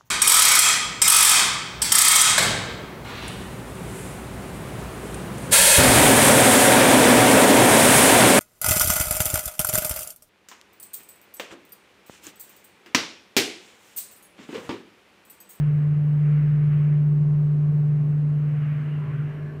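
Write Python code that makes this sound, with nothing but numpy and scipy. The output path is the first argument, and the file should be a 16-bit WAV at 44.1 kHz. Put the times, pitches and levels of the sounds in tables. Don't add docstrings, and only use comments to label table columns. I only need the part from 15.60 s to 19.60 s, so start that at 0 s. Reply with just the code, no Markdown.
import sys
import numpy as np
from scipy import signal
from scipy.fft import rfft, irfft
from scipy.io import wavfile
from scipy.ndimage import uniform_filter1d

SR = 44100
rng = np.random.default_rng(int(sys.argv[2]) if len(sys.argv) > 2 else 0)


def store_pcm(level_fs):
    pcm = np.round(np.clip(level_fs, -1, 1) * 32767).astype(np.int16)
    wavfile.write(sys.argv[1], SR, np.atleast_2d(pcm).T)


N = 176400
TIME_S = np.arange(N) / SR
FREQ_HZ = np.fft.rfftfreq(N, 1 / SR)

BASE_HZ, HUM_ORDER, RING_ORDER, ROTOR_HZ = 49.5, 3, 8, 49
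WAVER_DB, WAVER_RATE_HZ = 2, 3
THROB_HZ, THROB_WANDER_HZ, THROB_WAVER_DB = 128, 1.5, 0.5
WHINE_PEAK_S, WHINE_SIGMA_S = 3.87, 0.14
ROOM_DB, CUTOFF_HZ = -46, 15500

# freq_hz, relative_db
ROOM_SPECTRUM = [(20, -24.5), (45, -19.5), (70, -14), (110, -4), (190, -1.5), (290, -5), (320, -8.5),
                 (460, -7), (530, -12), (660, -12.5), (830, -17.5), (1100, -17), (1600, -21.5),
                 (2200, -25.5), (2850, -29.5), (3400, -37.5), (4300, -38), (5200, -43.5), (9000, -46.5),
                 (15400, -49)]
# freq_hz, relative_db
HISS_SPECTRUM = [(500, -19), (880, -11), (1150, 1.5), (1650, 2), (2300, -1.5), (2600, -4.5), (2900, -4.5),
                 (3300, -14.5), (4200, -27), (6000, -34), (12000, -55.5)]
# time_s, level_db
HISS_ENVELOPE = [(0, -51.5), (.2, -55), (.48, -58.5), (.7, -52.5), (.87, -52.5), (1, -55), (1.15, -50.5),
                 (1.38, -57), (1.55, -67.5), (2.65, -62.5), (2.85, -56.5), (3.03, -49.5), (3.35, -52),
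                 (3.6, -51), (3.75, -53.5), (4, -62)]
# peak_s, sigma_s, centre_hz, width_hz, level_db
HISS_FLARES = [(0.703, .12, 440, 120, -53.5), (.76, .1, 2090, 900, -58), (3.342, .04, 2800, 300, -58),
               (3.459, 0.067, 1050, 500, -51.5), (3.58, 0.053, 1450, 700, -53)]
# peak_s, sigma_s, level_db
BRUSH_STROKES = [(0.702, .06, -77), (3.23, 0.04, -78), (3.702, .035, -78)]
# freq_hz, relative_db
BRUSH_SPECTRUM = [(1500, -14.5), (4000, -0.5), (5500, -3), (7200, -2), (9000, -10), (15000, -26.5)]
# centre_hz, width_hz, level_db
WHINE_BANDS = [(445, 79, -56), (602, 66, -57), (1120, 93, -64.5), (1555, 60, -62.5), (1682, 68, -60),
               (1739, 62, -60), (4030, 700, -78.5), (5500, 700, -80.5)]
# centre_hz, width_hz, level_db
AIR_MODES = [(92.6, 8.6, -49), (213, 45, -55.5), (267.4, 66, -53), (340, 41, -60), (444, 62, -58.5)]
# centre_hz, width_hz, level_re_hum_db
HUM_SIDEBANDS = [(128, 14, -23.5), (163, 19, -23), (111, 14, -34.5)]
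# time_s, level_db
THROB_ENVELOPE = [(0, -36), (.2, -36.5), (.45, -49.5), (.9, -43.5), (2.35, -39.5), (3.1, -41), (3.4, -45.5),
                  (3.51, -33), (3.59, -30), (3.7, -51), (4, -56)]
# pitch_hz, level_db
ELECTRICAL_TONES = [(3752, -89.5), (4048, -88.5), (7650, -92), (7951, -96.5), (11553, -93), (11849, -100)]
# time_s, level_db
ROTOR_ENVELOPE = [(0, -36), (.2, -60), (.75, -44), (1.25, -47.5), (1.75, -46.5), (2.2, -50.5), (2.7, -49.5),
                  (3.3, -61), (3.7, -55.5), (4, -58)]
# multiple_of_base, level_db
WEAK_OVERTONES = [(2, -53.5), (4, -59), (5, -53.5), (7, -62), (9, -64), (11, -68), (12, -64), (13, -66),
                  (15, -70), (22, -69)]
# time_s, level_db
RING_ENVELOPE = [(0, -55.5), (.35, -56.5), (.85, -53.5), (1.8, -48), (2.5, -51.5), (2.9, -57), (3.12, -67),
                 (3.4, -52.5), (4, -50)]
# time_s, level_db
HUM_ENVELOPE = [(0, -19), (.4, -20), (.6, -19), (.73, -17), (.83, -18.5), (1.45, -18), (1.95, -19.5),
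                (2.25, -19.2), (2.45, -20.5), (2.7, -20.7), (3.14, -23.5), (3.22, -26), (3.38, -25),
                (3.47, -29), (3.63, -24.5), (3.73, -33), (3.85, -29), (3.92, -36), (4, -33)]


def gain(db):
    return 10 ** (np.asarray(db) / 20)


def unit_rms(x):
    return x / np.sqrt(np.mean(x ** 2) + 1e-30)


def envelope(points):
    return gain(np.interp(TIME_S, *np.transpose(points)))


def swell(peak_s, sigma_s):
    return np.exp(-((TIME_S - peak_s) / sigma_s) ** 2 / 2)


def drift(rate_hz):
    lowpass = np.exp(-(FREQ_HZ / rate_hz) ** 2) * (FREQ_HZ > 0)
    return unit_rms(irfft(rfft(rng.standard_normal(N)) * lowpass, N))


def tone(pitch_hz):
    cycles = np.cumsum(pitch_hz * np.ones(N)) / SR + rng.random()
    return np.sqrt(2) * np.sin(2 * np.pi * cycles)


def resonance(centre_hz, width_hz):
    rolloff = (1 + (2 * (FREQ_HZ - centre_hz) / width_hz) ** 2) ** 1.5
    return unit_rms(irfft(rfft(rng.standard_normal(N)) / rolloff, N))


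def noise_bands(bands):
    return sum(gain(db) * resonance(centre_hz, width_hz) for centre_hz, width_hz, db in bands)


def shaped_noise(spectrum, patch_db):
    _, _, cells = signal.stft(rng.standard_normal(N), nperseg=1024, noverlap=768)
    patches = uniform_filter1d(rng.standard_normal(cells.shape), size=10, axis=0)
    patches = unit_rms(uniform_filter1d(patches, size=16, axis=1))
    _, patchy = signal.istft(cells * gain(patch_db * patches), nperseg=1024, noverlap=768)
    freq_hz, relative_db = np.transpose(spectrum)
    colour = gain(np.interp(np.log(FREQ_HZ + 1), np.log(freq_hz), relative_db))
    return unit_rms(irfft(rfft(patchy[:N]) * colour, N))


def room():
    return gain(ROOM_DB) * shaped_noise(ROOM_SPECTRUM, patch_db=0.5)


def hiss():
    flares = sum(gain(db) * swell(peak_s, sigma_s) * resonance(centre_hz, width_hz)
                 for peak_s, sigma_s, centre_hz, width_hz, db in HISS_FLARES)
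    return envelope(HISS_ENVELOPE) * shaped_noise(HISS_SPECTRUM, patch_db=1) + flares


def fingers():
    strokes = sum(gain(db) * swell(peak_s, sigma_s) for peak_s, sigma_s, db in BRUSH_STROKES)
    return strokes * shaped_noise(BRUSH_SPECTRUM, patch_db=1)


def whine():
    return swell(WHINE_PEAK_S, WHINE_SIGMA_S) * noise_bands(WHINE_BANDS)


def drone():
    sidebands = envelope(HUM_ENVELOPE) * noise_bands(HUM_SIDEBANDS)
    return sidebands + noise_bands(AIR_MODES)


def throb():
    waver = gain(THROB_WAVER_DB * drift(WAVER_RATE_HZ))
    pitch_hz = THROB_HZ + THROB_WANDER_HZ * drift(WAVER_RATE_HZ)
    return envelope(THROB_ENVELOPE) * waver * tone(pitch_hz)


def motor():
    hum = envelope(HUM_ENVELOPE) * tone(HUM_ORDER * BASE_HZ)
    ring = envelope(RING_ENVELOPE) * tone(RING_ORDER * BASE_HZ)
    overtones = sum(gain(db + WAVER_DB * drift(WAVER_RATE_HZ)) * tone(order * BASE_HZ)
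                    for order, db in WEAK_OVERTONES)
    rotor = envelope(ROTOR_ENVELOPE) * tone(ROTOR_HZ)
    electrical = sum(gain(db) * tone(pitch_hz) for pitch_hz, db in ELECTRICAL_TONES)
    return hum + ring + overtones + rotor + electrical


def scene():
    motor_sound = motor() + throb() + drone() + whine()
    return (motor_sound + hiss() + room() + fingers())[None]


def record(dry):
    lowpass = signal.firwin(511, CUTOFF_HZ, window=("kaiser", 9), fs=SR)
    return signal.oaconvolve(dry, lowpass[None], "same")


dry = scene()
out = record(dry)
store_pcm(out)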